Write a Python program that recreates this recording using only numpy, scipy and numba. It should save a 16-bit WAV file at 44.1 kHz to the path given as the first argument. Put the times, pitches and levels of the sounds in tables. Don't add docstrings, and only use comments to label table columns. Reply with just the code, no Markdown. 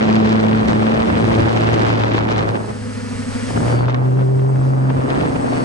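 import sys
import numpy as np
from scipy import signal
from scipy.fft import rfft, irfft
from scipy.io import wavfile
from scipy.ndimage import uniform_filter1d
from numba import njit

SR = 44100
rng = np.random.default_rng(int(sys.argv[2]) if len(sys.argv) > 2 else 0)


def ratio(d):
    e = np.asarray(d, float) / 20
    return 10 ** e


def output_pcm(signal):
    pcm = np.clip(np.atleast_2d(signal).T, -1, 1) * 32767
    wavfile.write(sys.argv[1], SR, np.round(pcm).astype(np.int16))


N = 248723
T = np.arange(N) / SR

# hz [Hz], gain_db [dB]
WIDEN = [(60, -14), (110, -12.5), (190, -2), (340, 4), (600, 9), (1070, 10.5), (1910, 10), (3390, 5),
         (6040, -1), (10700, -12)]


def colour(x, table, lag_s=0.):
    hz = np.arange(N // 2 + 1) * SR / N + 1e-9
    point_hz, point_db = np.transpose(table)
    gain = ratio(np.interp(np.log(hz), np.log(point_hz), point_db))
    delay = np.exp(-2j * np.pi * hz * lag_s)
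    return irfft(rfft(x) * gain * delay, N)


def band_rms(x, lo_hz, hi_hz):
    band = rfft(x)[int(lo_hz * N / SR):int(hi_hz * N / SR)]
    return np.sqrt(2 * np.sum(np.abs(band) ** 2)) / N


def walk(rate_hz):
    hold = int(SR / rate_hz)
    steps = np.repeat(rng.standard_normal(N // hold + 1), hold)
    return 1.3 * uniform_filter1d(uniform_filter1d(steps, hold), hold)[:N]


def fade(times_s, edge_s=.04):
    opening = T - times_s[0] + edge_s
    closing = times_s[-1] + edge_s - T
    return np.clip(np.minimum(opening, closing) / edge_s, 0, 1)


def curve(table):
    s, *columns = np.transpose(table)
    return [np.interp(T, s, column) for column in columns]


def bumps(table):
    s, length_s, height = np.transpose(table)[:, :, None]
    return height * np.exp(-(2 * (T - s) / length_s) ** 2)


def spells(table, rest_db):
    swells = bumps([(s, length_s, ratio(db)) for s, length_s, db in table]).sum(0)
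    return 20 * np.log10(ratio(rest_db) + swells)


def tone(phase, lead_rad, db):
    return np.sqrt(2) * ratio(db) * np.sin(phase + np.array([[.5], [-.5]]) * lead_rad)


def widen(left, right):
    mid = (left + right) / 2
    side = colour((left - right) / 2, WIDEN)
    return mid, np.array([mid + side, mid - side])


def near_rotor():
    # time_s, shaft_hz
    speed = [(0, 109), (.84, 110), (1.0, 111.7), (1.65, 112.6), (2.1, 111.4), (2.25, 110), (2.52, 109.6),
             (2.8, 104.4), (3.1, 102), (3.36, 102.7), (3.5, 107.3), (3.64, 116.5), (3.78, 121.2),
             (4.06, 128.3), (4.4, 131.5), (5.04, 133.3), (5.18, 138.7), (5.32, 153.8)]
    # time_s, shaft_order_db, blade_order_db
    load = [(0, -33, -21), (.15, -23, -15), (.84, -22.4, -19), (1.05, -36.5, -19.5), (1.24, -17.5, -21),
            (1.45, -24.5, -23), (1.65, -19, -28.5), (2.1, -21, -38), (2.5, -24, -42), (2.66, -30.5, -34.5),
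            (3.45, -31, -39), (3.75, -16, -29), (3.92, -17.5, -44), (4.08, -14.3, -26.5),
            (4.38, -14, -35.5), (4.88, -14.5, -26.5), (5.04, -22.5, -28), (5.32, -30, -49)]
    # centre_s, length_s, level_db
    third = [
        (.25, 0.62, -26.5),
        (.84, .2, -27.5),
        (1.33, 0.34, -23.5),
        (1.7, 0.21, -24),
        (2.096, 0.26, -28.5),
        (4.15, .3, -26),
        (4.4, 0.39, -26),
    ]
    (hz,), (first_db, second_db) = curve(speed), curve(load)
    third_db = spells(third, rest_db=-59.5)
    fourth_db = second_db - 14.5
    lead_ms = .72 - .012 * np.clip(second_db - first_db, -20, 10)
    angle = 2 * np.pi * np.cumsum(hz * (1 + 0.0034 * walk(29.9))) / SR
    out = 0
    for order, db in enumerate([first_db, second_db, third_db, fourth_db], 1):
        phase = order * angle + np.pi / 2 + .06 * order * walk(40)
        lead_rad = 2 * np.pi * order * hz * lead_ms / 1000
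        out = out + tone(phase, lead_rad, db + 0.5 * order * walk(24.67))
    return fade(np.transpose(load)[0]) * out, angle


@njit
def swirl(start, hz, size, cycles, count):
    y = np.zeros(count)
    for k in range(len(start)):
        w = 2 * np.pi * hz[k] / SR
        half = int(3 * np.pi * cycles / w)
        for i in range(min(2 * half, count - start[k])):
            u = w * (i - half)
            y[start[k] + i] += size[k] * np.exp(-(u / (np.pi * cycles)) ** 2) * np.sin(u)
    return y


def eddy_port(angle, gust_db, bright_db, count=16000):
    # hz [Hz], density_db [dB per Hz]
    spectrum = [(100, -0.5), (200, 2.5), (400, -6), (800, -14), (1600, -23.5), (3000, -28.5), (4500, -39.5),
                (6000, -52.5), (8000, -60)]
    when, smallness, strength, sign = rng.random((count, 4)).T
    start = (when * (N - 1)).astype(np.int64)
    hz = 150 * (5500 / 150) ** smallness
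    point_hz, point_db = np.transpose(spectrum)
    base_db = np.interp(np.log(hz), np.log(point_hz), point_db) + 20 * np.log10(hz / 1000)
    bright_share = np.clip(np.log(hz / 900) / np.log(2800 / 900), -.3, 1.6)
    uneven_db = (1.25 + 2.07 * smallness) * np.minimum(-np.log(1 - strength), 5.5)
    uneven_db = uneven_db + (0.11 + 0.3 * smallness) * gust_db[start]
    turn_db = 2.7 * np.cos(angle[start]) + 2.4 * np.cos(2 * angle[start])
    db = base_db + bright_share * bright_db[start] + uneven_db + turn_db
    return swirl(start, hz, ratio(db) * np.sign(sign - .5), .6, count=N)


def wash(angle, eddy_db, tilt_db):
    flutter_db = 0.32 * walk(29.6) + 3.9 * walk(150)
    shared, left, right = (eddy_port(angle, flutter_db, tilt_db) for _ in range(3))
    shifted = colour(shared, [(1, 0.0056), (2, 0.0058)], lag_s=-0.000043)
    mid, ports = widen(left + 0.75 * shared, right + 0.73 * shifted)
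    return ratio(eddy_db + 0.98) * ports / band_rms(mid, 420, 2250)


def slaps():
    # time_s, peak_db, pitch_hz, left_minus_right_db
    strong = [(0.1134, -22, 914, 7), (0.35, -25, 975, -6), (0.8242, -21, 982, -3.5), (1.7273, -34, 1250, 2),
              (1.8674, -14, 990, -1), (2.1789, -16, 1080, -1.5), (2.2871, -13.5, 1500, -0.5),
              (2.4046, -24, 1260, -6), (2.5533, -25, 1350, 0.5), (3.506, -33, 1670, 5),
              (3.5744, -17, 1160, 2), (3.68, -14.5, 1060, 1.5), (3.725, -15.5, 966, 0.5),
              (3.7673, -23, 970, 3.5), (3.8821, -15.5, 1260, 0), (3.9469, -18, 1000, -0.5),
              (4.1904, -25, 1030, 4.5), (4.2065, -28, 994, -1), (4.3929, -23.5, 902, 1),
              (4.5575, -25.5, 1400, 0), (4.9022, -17.5, 1150, 0.5)]
    # time_s, peak_db, pitch_hz, left_minus_right_db
    slow = [
        (2.554, -20, 458, -4.5),
        (2.641, -18, 390, -1.5),
        (2.689, -26, 517, 4),
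        (3.503, -15.5, 422.7, 0),
    ]
    s, db, hz, pan_db = np.transpose(strong + slow)
    chance = rng.random((len(s), 4))
    delay_s = 0.00569 * chance * np.arange(4) / 3
    start = ((s[:, None] + delay_s) * SR).astype(np.int64).ravel()
    pitch_hz = (hz[:, None] * 2 ** (2.4 * chance - 1.1)).ravel()
    size_db = np.repeat(db, 4) - 5 * np.log2(pitch_hz / np.repeat(hz, 4))
    lean_db = 1.3 * np.repeat(pan_db, 4)
    left = swirl(start, pitch_hz, ratio(size_db + lean_db), 0.62, count=N)
    right = swirl(start, pitch_hz, ratio(size_db - lean_db), 0.62, count=N)
    return widen(left, right)[1]


def gliding_lines(table, lead_rad, octave_db, wobble, swell_db, speed, gain_db):
    out = 0
    for start_s, end_s, from_hz, to_hz, peak_db in table:
        part = np.clip((T - start_s) / (end_s - start_s), 0, 1)
        hz = (from_hz + (to_hz - from_hz) * part) * speed
        turns = np.cumsum(hz * (1 + wobble * walk(24.43))) / SR
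        phase = 2 * np.pi * (turns + rng.random())
        db = peak_db + gain_db - swell_db * (2 * part - 1) ** 2 + 1.2 + .8 * walk(20)
        octave = tone(2 * phase, 1.94 * lead_rad, db + octave_db)
        out = out + fade((start_s, end_s)) * (tone(phase, lead_rad, db) + octave)
    return out


def other_rotors(gain_db):
    # start_s, end_s, from_hz, to_hz, level_db
    lines = [
        (2.75, 3.5, 226, 221, -39),
        (2.75, 3.5, 237, 235, -37),
        (2.75, 3.62, 243, 251, -36),
        (2.75, 3.5, 258, 261, -37),
        (3.55, 3.8, 230, 246, -32),
        (3.5, 3.8, 273, 293, -38),
        (4.9, 5.64, 251, 246.5, -26),
        (4.9, 5.64, 279, 273, -28),
        (5.25, 5.64, 117, 125, -30),
    ]
    kick = 1 + bumps([(5.25, 2 * 0.1735, 0.0482)])[0]
    return gliding_lines(lines, 1.1, -14.5, 0.00034, swell_db=1.8, speed=kick, gain_db=0.84 * gain_db)


def whines():
    # start_s, end_s, from_hz, to_hz, peak_db
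    lines = [
        (3.64, 3.83, 4781, 4629, -50),
        (3.7, 3.84, 4530, 4450, -51),
        (3.48, 3.62, 5190, 5170, -51),
        (5.48, 5.75, 4420, 4500, -49),
        (4.5, 5.22, 4880, 4890, -63),
        (5.47, 5.64, 5497, 5400, -57),
        (4.05, 4.17, 2770, 2680, -61),
    ]
    return gliding_lines(lines, .2, -40, .001, swell_db=7, speed=1, gain_db=0)


def hover():
    # pitch_hz, level_db
    orders = [(411, -47), (495, -44), (619.1, -53), (433, -50), (1276, -56), (1534, -58), (1647, -56),
              (1776, -59), (2261, -63), (2606, -63), (4204, -65), (4452, -63), (4936, -63), (5206, -63)]
    drift_s = np.cumsum(1 + .004 * walk(10)) / SR
    out = sum(tone(2 * np.pi * hz * drift_s, 1.3, db + 3 * walk(20)) for hz, db in orders)
    return fade((2.7, 3.5), edge_s=.15) * out


def motors(angle, hiss_db):
    # hz [Hz], density_db [dB per Hz]
    spectrum = [(80, -8), (180, -12.5), (320, -38.5), (480, -5.5), (600, -18), (1600, -15.5), (2300, -20),
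                (3700, -28.5), (4800, -25.5), (6000, -28.5), (7600, -32), (8600, -29.5), (11200, -36.5)]
    # pitch_hz, level_db
    switching = [(6422, -63), (6616, -63), (7666, -70), (8043, -60), (8059, -53), (8166, -66), (8269, -63),
                 (8775, -68), (8893, -70), (9717, -68)]
    throb = ratio(1.6 * np.cos(2 * angle) + 0.91 * walk(17))
    near, left, right = (colour(rng.standard_normal(N) * throb, spectrum) for _ in range(3))
    turned = colour(signal.hilbert(near).imag, [(100, 7.5), (1000, 1.5), (3000, -3), (6000, -7)])
    loose = [(100, -12), (1500, -9), (4000, 1.5), (10000, 0)]
    out = np.array([near - turned + colour(left, loose), near + turned + colour(right, loose)])
    out = out * ratio(hiss_db - 2.5) / band_rms(out.mean(0), 8830, 10130)
    for hz, db in switching:
        phase = 2 * np.pi * (hz * T + .1 * walk(40))
        out = out + tone(phase, .6, db + hiss_db + 52 + 3.5 * walk(40))
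    return out


def rumble(rumble_db):
    # hz [Hz], density_db [dB per Hz]
    spectrum = [(15, -31), (30, -13.5), (60, 13), (100, 17.5), (170, 14), (300, -7), (600, -65)]
    mid, side = (colour(rng.standard_normal(N) * ratio(0.45 * walk(40)), spectrum) for _ in range(2))
    side = ratio(-11.0) * side
    return ratio(rumble_db - 10.5) * np.array([mid + side, mid - side]) / band_rms(mid, 35, 90.0)


def scene():
    # time_s, level_db
    wash_levels = [(0, -24), (.6, -26), (1.0, -25), (1.6, -24), (1.85, -23.5), (2.2, -26.5), (2.5, -28.5),
                   (2.62, -39), (2.8, -51), (3.2, -54), (3.46, -50.5), (3.6, -32), (3.85, -29.5),
                   (4.1, -37), (4.4, -39.5), (4.85, -34.5), (5.12, -29.5), (5.64, -32.5)]
    # time_s, hiss_db
    hiss_levels = [(0, -70.5), (.6, -62.5), (1.3, -58.5), (1.75, -63.5), (2.28, -70), (2.6, -57.5),
                   (3.0, -53.5), (3.5, -47.5), (3.72, -51.5), (3.9, -70), (4.05, -63.5), (4.95, -60.5),
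                   (5.2, -57), (5.64, -52.5)]
    # centre_s, length_s, wash_lift_db
    gusts = [(.69, 0.026, 2.5), (1.18, 0.026, 1.5), (1.74, 0.02, 2), (2.16, 0.057, 1.5), (2.31, 0.027, 3),
             (2.39, 0.087, 2.5), (2.49, 0.028, 2), (2.56, 0.034, 7.5), (2.61, 0.033, 5.5), (2.7, 0.038, 12),
             (3.5, .03, 7.5), (3.565, 0.028, 9), (3.71, 0.084, 3), (3.79, 0.017, 3), (4.05, 0.035, 3.5),
             (3.9, 0.026, 4), (3.945, 0.0077, 6), (4.21, 0.05, 6.5), (4.9, 0.016, 6), (4.98, 0.035, 1.5),
             (5.1, 0.032, 4), (5.2, 0.12, 4), (5.26, 0.021, 3), (5.36, 0.018, 6), (5.48, .03, 2.5),
             (5.56, 0.14, 5)]
    # centre_s, length_s, rumble_db
    buffets = [(.25, .03, -36), (.66, .05, -13), (.75, .08, -17.5), (0.848, .03, -22), (0.977, 0.1, -16),
               (1.15, 0.11, -16), (1.4, 0.23, -19), (1.716, .05, -23), (2.47, .1, -23), (2.716, .07, -30),
               (3.196, 0.092, -43), (3.5, 0.082, -32), (3.62, .14, -19.5), (3.86, 0.043, -24),
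               (4.62, .1, -36), (4.98, .05, -23), (5.087, .03, -36)]
    (wash_db,), (hiss_db,) = curve(wash_levels), curve(hiss_levels)
    gain_db = hiss_db + 55
    gust_db = bumps(gusts).sum(0)
    tilt_db = np.clip(1.28 * (wash_db + 25.5) - 0.28 * (gain_db + 8.5), -18, 1.5)
    tilt_db = tilt_db + 1.41 * gust_db
    rumble_db = spells(buffets, rest_db=-41.5) + 3 * walk(15)
    hum, angle = near_rotor()
    air = wash(angle, wash_db + gust_db, tilt_db) + slaps()
    lines = other_rotors(gain_db) + whines() + hover()
    return hum + air + lines + motors(angle, hiss_db) + rumble(rumble_db)


def top_cut(x):
    return signal.sosfilt(signal.butter(12, 12290, fs=SR, output="sos"), x)


def record(dry):
    # time_s, peak_db
    overloads = [(0.0687, -63), (0.1865, -66), (0.3152, -74), (0.3516, -66), (0.4299, -71), (0.6335, -66),
                 (0.824, -62), (0.9597, -77), (1.0999, -64), (1.536, -67), (1.8148, -69), (2.359, -75),
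                 (2.4039, -71), (5.1088, -63)]
    x = np.tanh(0.6 * dry) / 0.6
    x = signal.sosfilt(signal.ellip(12, .2, 70, 11020, fs=SR, output="sos"), x)
    s, db = np.transpose(overloads)
    ticks = np.zeros(N)
    ticks[(s * SR).astype(int)] = ratio(db + 23)
    mix = np.clip(x + ticks * np.array([[1.6], [.4]]), -.93, .93)
    return top_cut(mix)


dry = scene()
out = record(dry)
output_pcm(out)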